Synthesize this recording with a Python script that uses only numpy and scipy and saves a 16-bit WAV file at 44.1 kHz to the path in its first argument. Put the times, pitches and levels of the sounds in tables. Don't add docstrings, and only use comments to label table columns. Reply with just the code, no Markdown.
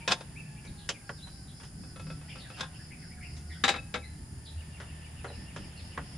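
import sys
import numpy as np
from scipy import signal
from scipy.fft import rfft, irfft
from scipy.io import wavfile

SR = 44100
rng = np.random.default_rng(int(sys.argv[2]) if len(sys.argv) > 2 else 0)


def materialize(psi):
    bounded = np.clip(np.atleast_2d(psi).T, -1, 1)
    quanta = np.round(bounded * 32767).astype(np.int16)
    wavfile.write(sys.argv[1], SR, quanta)


N = 272097
TIME = np.arange(N) / SR


def from_db(db):
    return 10 ** (np.asarray(db) / 20)


def rms_one(x):
    return x / np.sqrt(np.mean(x ** 2) + 1e-20)


def in_time(rows):
    s, *columns = np.transpose(rows)
    return [np.interp(TIME, s, c) for c in columns]


def at_hz(points, size):
    hz, value = np.transpose(points)
    return np.interp(np.log(np.fft.rfftfreq(size, 1 / SR) + 1), np.log(hz), value)


def add(out, s, sound):
    i = max(0, round(s * SR))
    out[..., i:i + sound.shape[-1]] += sound[..., :N - i]


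def drift(rate, size=N):
    knots = rng.standard_normal(int(size / SR * rate * 2) + 3)
    return np.interp(np.arange(size) / SR * rate * 2, np.arange(len(knots)), knots)


def noise(spectrum, likeness, size=N):
    mid, side = rfft(rng.standard_normal((2, size)))
    alike = np.clip(at_hz(likeness, size), -1, 1)
    pair = np.sqrt(1 + alike) * mid + np.sqrt(1 - alike) * side * [[1], [-1]]
    return rms_one(irfft(pair * from_db(at_hz(spectrum, size)), size))


def scatter(x, t60, spectrum):
    t = TIME[:SR]
    tail = noise(spectrum, [(200, 1), (3000, .34)], len(t)) * from_db(-60 * t / t60)
    tail *= 1 - np.exp(-t / .0057)
    tail /= np.sqrt(np.sum(tail ** 2) / 2)
    return signal.fftconvolve(np.atleast_2d(x), tail, axes=-1)[:, :N]


# frequency in Hz, left-right likeness.
FAR_LIKENESS = [(100, 0.98), (300, .95), (800, 0), (2500, 0.24), (5000, 0.17), (9000, 0)]
# frequency in Hz, relative density in dB.
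AIR_SPECTRUM = [(150, -29), (350, -5.5), (620, -1.5), (850, 0), (1100, -6.5), (1400, -4), (1850, -4),
                (2500, -10), (3900, -15.5), (4950, 0.5), (6050, -12.5), (7200, -2.5), (8300, -24),
                (14000, -134)]
HISS_SPECTRUM = [(4000, -57), (7500, -14), (8600, -9.5), (9300, 0), (9800, 4.5), (10400, -5),
                 (11200, -39.5), (13000, -45), (14000, -13), (15000, -29)]

def grove_air():
    air = from_db(-59) * noise(AIR_SPECTRUM, FAR_LIKENESS)
    hiss = from_db(-58.5) * noise(HISS_SPECTRUM, FAR_LIKENESS)
    return air + hiss


def far_tone(hz, level_db, octave_db, waver, flutter_db):
    phase = 2 * np.pi * np.cumsum(hz * (1 + waver * drift(25))) / SR
    fundamental = from_db(level_db + flutter_db * drift(6)) * np.sin(phase)
    octave = from_db(octave_db + flutter_db * drift(6)) * np.sin(2 * phase)
    return np.sqrt(2) * (fundamental + octave)


# frequency in Hz, relative density in dB.
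RUMBLE_SPECTRUM = [(13, -13), (22, -22), (64, -2.5), (81, -6), (129, -2.5), (157, -7), (198, -8),
                   (216, -13), (248, -13.5), (419, -24.5), (468, -38), (600, -56), (780, -61), (1320, -120)]
BUZZ_SPECTRUM = [(300, -10), (560, 1), (860, 2), (1070, -4), (1450, -4), (1850, 2), (2300, -4.5), (2750, 0),
                 (3150, -2.5), (3600, -5), (6000, -37)]
# time in seconds, level in dB.
RUMBLE_LEVELS = [(0, -49), (1.7, -48.5), (2.1, -46.5), (2.7, -48), (3.3, -46.5), (4.6, -47.5),
                 (6.17, -45.5)]
BUZZ_LEVELS = [(0, -58.5), (1.6, -73), (2.4, -57.5), (3.2, -66.5), (4.4, -65.5), (4.8, -58), (5.4, -58),
               (6.17, -56)]
HUM_LEVELS = [(0, -72), (1.4, -69), (2.4, -54), (5.35, -47), (5.7, -55.5), (6.17, -52)]
# time in seconds, pitch in Hz, level in dB, its octave's level in dB.
WHINE_PATH = [(0, 925, -64, -75), (1, 800, -75.5, -67), (1.7, 758.5, -76.5, -74), (3.5, 718, -70, -75),
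              (4.2, 887, -76.5, -76.5), (5.45, 895, -71.5, -63.5), (6.17, 886, -76, -87)]

def far_traffic():
    rumble = from_db(in_time(RUMBLE_LEVELS)[0] + 2.07 * drift(6.4)) * noise(RUMBLE_SPECTRUM, FAR_LIKENESS)
    hum = far_tone(hz=77.1, level_db=in_time(HUM_LEVELS)[0], octave_db=-56.5, waver=.0354, flutter_db=5.5)
    whine = far_tone(*in_time(WHINE_PATH), waver=.01585, flutter_db=4.5)
    buzz = from_db(in_time(BUZZ_LEVELS)[0] + .5 * drift(17)) * noise(BUZZ_SPECTRUM, FAR_LIKENESS)
    return rumble + hum + whine + buzz


# frequency in Hz, relative density in dB.
INSECT_SPECTRUM = [(2500, -70), (3900, -16), (4500, -3.5), (4850, 4.5), (5250, 5), (5550, -0.5),
                   (6000, -35), (8000, -70)]
# first swell in seconds, end in seconds, level in dB.
INSECT_BOUTS = [(1.136, 3.7, -58), (5.388, 6.25, -58)]

def insects(period_s=.241, half_width_s=.086):
    swells = np.zeros(N)
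    for first, end, level_db in INSECT_BOUTS:
        for s in np.arange(first, end, period_s):
            swells += from_db(level_db) * np.exp(-((TIME - s) / half_width_s) ** 4)
    return swells * from_db(.59 * drift(40)) * noise(INSECT_SPECTRUM, FAR_LIKENESS)


def glide(hz, octaves):
    return hz * 2 ** (octaves * np.array([-.5, 0, .5]))


def chirp(length, start_hz, middle_hz, end_hz, level_db, rasp):
    u = np.linspace(0, 1, int(length * SR))
    hz = np.polyval(np.polyfit([0, .5, 1], [start_hz, middle_hz, end_hz], 2), u)
    hz *= 1 + .17 * rasp * drift(300, len(u))
    swell = np.sqrt(np.abs(np.sin(np.pi * u))) * from_db(5 * rasp * drift(124, len(u)))
    return from_db(level_db) * rms_one(swell * np.sin(2 * np.pi * np.cumsum(hz) / SR))


# start and length in seconds, middle pitch in Hz, source level in dB.
BIRD_SLURS = [(0.665, .03, 3930, -56), (.768, 0.085, 3660, -56), (1.175, 0.046, 3590, -57),
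              (1.469, .054, 3460, -58), (2.283, 0.062, 2790, -48), (2.374, 0.083, 3970, -53),
              (3.497, .08, 3490, -57), (4.448, .05, 4040, -50.5), (5.759, .064, 4200, -54)]
# start in seconds, middle pitch in Hz, glide in octaves, source level in dB.
BIRD_CHATTER = [(.0, 2520, -.25, -49), (.56, 2450, .3, -55.5), (.64, 2190, 0.15, -55),
                (.936, 2410, -.3, -52.5), (2.278, 2300, .45, -52), (2.44, 1740, -.4, -53),
                (2.536, 2800, 0, -51.5), (2.73, 2786, 0.17, -54.5), (2.785, 1790, 0.23, -55.5),
                (2.905, 2277, 0.42, -49.5), (3.012, 1760, -.4, -54.5), (3.102, 2080, .3, -55),
                (3.161, 1663, -0.44, -57), (3.207, 2160, -0.021, -47.5), (3.227, 2630, 0.036, -49),
                (3.497, 2002, 0.12, -47.5), (3.549, 1494, -0.044, -56)]
# start and length in seconds, first, middle and last pitch in Hz, source dB.
BIRD_WHISTLES = [(.357, 0.051, 2065, 2652, 2270, -45.5), (1.221, .031, 3710, 4050, 3970, -48),
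                 (4.017, 0.053, 2430, 2040, 2020, -51.5), (4.029, .035, 3840, 4010, 4300, -54),
                 (5.276, 0.024, 4320, 4000, 3770, -52.5)]
# length in seconds, then first, middle and last pitch in Hz.
TRILL_NOTE = (.07, 2550, 2780, 1800)

def birds(slur_octaves_per_s=-6.5, chatter_s=.038, trill_step_s=.1475):
    out = np.zeros(N)
    for s, length, hz, level_db in BIRD_SLURS:
        add(out, s, chirp(length, *glide(hz, slur_octaves_per_s * length), level_db, rasp=.654))
    for s, hz, octaves, level_db in BIRD_CHATTER:
        add(out, s, chirp(chatter_s, *glide(hz, octaves), level_db, rasp=.496))
    for s, *call in BIRD_WHISTLES:
        add(out, s, chirp(*call, rasp=.12))
    for s in np.arange(4.567, 5.97, trill_step_s):
        add(out, s, chirp(*TRILL_NOTE, level_db=-57, rasp=.348))
    return out


def through_grove(song):
    stems = from_db(-6.5) * scatter(song, t60=.071, spectrum=[(1500, -1), (5000, -2.5), (12000, -4.5)])
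    grove = from_db(-9.5) * scatter(song, t60=.56, spectrum=[(1500, -4), (5000, -2), (12000, -8.5)])
    return from_db(-6) * song + stems + grove


def unit_attack(x):
    return x / x[:, :SR * 12 // 1000].std()


# frequency in Hz, left-right likeness.
NEAR_LIKENESS = [(250, 1), (700, 0.91), (2000, 0.44), (4000, 0.91), (9000, 0.083)]

def vibration(modes, colour, t60, ring_db):
    t = TIME[:SR // 2]
    clatter = noise(colour, NEAR_LIKENESS, len(t)) * from_db(-60 * t / t60)
    freedom = np.clip(t60 / .16, .3, 1)
    ring = 0
    for hz, mode_db, free_t60 in modes:
        phase = rng.uniform(0, 2 * np.pi) + rng.normal(0, .25, (2, 1)) * np.sqrt(hz / 1000)
        struck_db = mode_db + rng.normal(0, 1.5)
        ring += from_db(struck_db - 60 * t / (free_t60 * freedom)) * np.sin(2 * np.pi * hz * t + phase)
    onset = 1 - np.exp(-t / .0005)
    return onset * (unit_attack(clatter) + from_db(ring_db) * unit_attack(ring))


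def blows(rows, modes, colour, left_db, bass_hang_db, top_db, ring_db):
    bass, mids, presence, top = (140, 700), (700, 2200), (2200, 4500), (4500, 16000)
    out = np.zeros((2, N))
    for s, level_db, hard_db, thud_db, t60 in rows:
        body = vibration(modes, colour, t60, ring_db)
        balance = {bass: thud_db, mids: 0, presence: hard_db, top: top_db + 1.58 * hard_db}
        for band, band_db in balance.items():
            part = signal.sosfilt(signal.butter(3, band, "band", fs=SR, output="sos"), body)
            if band == bass:
                part *= from_db(bass_hang_db * np.minimum(TIME[:part.shape[1]] / t60, 1))
            add(out, s, from_db(level_db + band_db) * unit_attack(part))
    return out * from_db(left_db * np.array([[.5], [-.5]]))


# start in seconds, level, hardness and thud in dB, clatter t60 in seconds.
TABLE_KNOCKS = [(.648, -58, 4, -1, .16), (.8895, -34.5, 5, -8, 0.085), (1.092, -36, -7, -8, 0.073),
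                (1.27, -53.5, -1, -10, 0.14), (1.598, -55, 0, -10, 0.27), (1.632, -54, 2, -4.5, .18),
                (3.365, -64.5, 10.5, -6, 0.26), (4.8, -45, -4, -6, 0.19), (5.243, -39.5, -9, -2, .17),
                (5.3, -51, -12, 3.5, 0.12), (5.561, -42, -3.5, -4, 0.14), (5.975, -33.5, -11, -8.5, 0.098)]
# frequency in Hz, relative level in dB, free t60 in seconds.
TABLE_MODES = [(400, -4, .18), (470, -7, .25), (565, -3, .28), (950, -2, .1), (1130, -7, .1),
               (1420, 0, .11), (1690, -2, .1), (1938, 0, .09), (3500, -7, .1)]
# frequency in Hz, relative density in dB.
TABLE_CLATTER = [(110, -19), (250, 3.5), (420, 0), (800, 8), (1450, 9.5), (2300, 0), (3200, 13), (4300, -7),
                 (5300, -4.5), (7000, -8.5), (10000, -21), (14000, -48)]

def table_knocks():
    return blows(TABLE_KNOCKS, TABLE_MODES, TABLE_CLATTER,
                 left_db=.3, bass_hang_db=3.7, top_db=-4.5, ring_db=-7)


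# start in seconds, level, hardness and thud in dB, clatter t60 in seconds.
HANDLE_CLINKS = [(.0765, -29, 2, -5, 0.14), (.1185, -26.5, 4.5, -5.5, 0.073), (.207, -47.5, -0.5, 1, .08),
                 (2.607, -35.5, 3, -6, 0.075), (2.629, -39, -3.5, -12, .13)]
# frequency in Hz, relative level in dB, free t60 in seconds.
HANDLE_MODES = [(520, -4, .13), (1056, 1, .17), (1430, -1, .14), (1622, 0, .16), (2555, -1, .15),
                (3451, 2, .16), (3715, 0, .18), (4608, -12, .15), (5109, -3, .13), (6500, -12, .12)]
# frequency in Hz, relative density in dB.
WIRE_CLATTER = [(110, -2), (180, 6.5), (320, -4), (520, -2.5), (780, 5.5), (1060, 4), (1600, 8), (2050, -3),
                (3650, 4.5), (4400, -4.5), (5200, -4.5), (7500, -12), (10000, -18.5), (14000, -46)]

def handle_clinks():
    return blows(HANDLE_CLINKS, HANDLE_MODES, WIRE_CLATTER,
                 left_db=1.2, bass_hang_db=1.3, top_db=-7, ring_db=-.5)


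# start and length in seconds, final level in dB.
HANDLE_SCRAPES = [(.105, .014, -25.5), (2.568, 0.04, -40)]

def handle_scrapes(swell_db=13, rough_db=3.5):
    out = np.zeros((2, N))
    for s, length, level_db in HANDLE_SCRAPES:
        u = np.linspace(0, 1, int(length * SR))
        rub = noise(WIRE_CLATTER, NEAR_LIKENESS, len(u))
        add(out, s, rub * from_db(level_db + swell_db * (u - 1) - rough_db * drift(212, len(u))))
    return out


# start in seconds, level in dB.
PRONG_TINKS = [(1.835, -58.5), (1.959, -50.5), (1.995, -47.5), (2.067, -53.5), (2.1, -47), (2.212, -57),
               (2.355, -50.5), (2.5, -49)]
PRONG_TOUCH = (-2.4, -2.8, .13)
# frequency in Hz, relative level in dB, free t60 in seconds.
PRONG_MODES = [(520, -3, .12), (1157, -7, .12), (1332, -2, .3), (1567, -6, .08), (2153, -9, .1),
               (2568, 1, .17), (3451, -3, .19)]

def prong_tinks():
    touches = [(*tink, *PRONG_TOUCH) for tink in PRONG_TINKS]
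    return blows(touches, PRONG_MODES, WIRE_CLATTER,
                 left_db=1.2, bass_hang_db=2.4, top_db=-8.5, ring_db=.5)


# start and length in seconds, pitch in Hz, source level in dB.
POT_SQUEAKS = [(3.716, .016, 4950, -44), (3.748, 0.029, 3890, -49), (3.779, 0.027, 2594, -40)]

def pot_squeaks(ring_t60=.35, ring_db=-12):
    out = np.zeros(N)
    t = TIME[:SR // 3]
    for s, length, hz, level_db in POT_SQUEAKS:
        progress = np.minimum(t / length, 1)
        swell = np.sin(np.pi * progress)
        tail = from_db(ring_db - 60 * t / ring_t60) * progress
        phase = 2 * np.pi * np.cumsum(hz * (1 + .0038 * drift(120, len(t)))) / SR
        add(out, s, from_db(level_db) * (swell + tail) * np.sin(phase))
    return out * from_db([[1.5], [-1.5]])


# start in seconds, level, hardness and thud in dB, clatter t60 in seconds.
POT_CLANKS = [(3.638, -22.5, 1, -10, 0.13), (3.679, -25, 1, -11.5, .15), (3.689, -31.5, 6, -1.5, 0.087),
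              (3.739, -35.5, -5.5, -10, 0.095), (3.76, -39, -4, -4, 0.12), (3.94, -32.5, -1, -5, 0.12),
              (3.955, -37, -6, -9, 0.085)]
# frequency in Hz, relative level in dB, free t60 in seconds.
POT_MODES = [(251, -8, .16), (494, -8, .2), (797, 0, .17), (1215, -10, .18), (1336, -1, .2),
             (1585, -3, .18), (1624, -3, .17), (1708, -2, .18), (2227, -6, .18), (2569, -8, .5),
             (2811, -6, .18), (3070, -6, .16), (3298, -4, .19), (3552, -3, .19), (3654, -1, .18),
             (3778, 3, .2), (3849, 1, .2), (3954, -3, .21), (4283, -9, .18), (4889, -6, .22),
             (5710, -8, .14), (6202, -7, .15), (6610, -11, .13), (7345, -11, .13)]
# frequency in Hz, relative density in dB.
POT_CLATTER = [(110, -12), (200, 2), (380, -1), (700, 0), (950, 2.5), (1500, 3.5), (2400, 4), (3750, 10),
               (4400, -4.5), (5000, 1), (5500, -5.5), (7400, -3), (10000, -17.5), (14000, -35)]

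def pot_clanks():
    return blows(POT_CLANKS, POT_MODES, POT_CLATTER,
                 left_db=3.7, bass_hang_db=14, top_db=-9, ring_db=-4)


def scene():
    gear = handle_clinks() + prong_tinks() + pot_clanks() + table_knocks()
    gear += handle_scrapes() + pot_squeaks()
    tent = from_db(-21.5) * scatter(gear, t60=.41, spectrum=[(200, 11.5), (3000, -4), (10000, .5)])
    return gear + tent + through_grove(birds()) + insects() + far_traffic() + grove_air()


def record(dry):
    return signal.sosfilt(signal.ellip(10, .1, 80, 14700, fs=SR, output="sos"), dry)


dry = scene()
out = record(dry)
materialize(out)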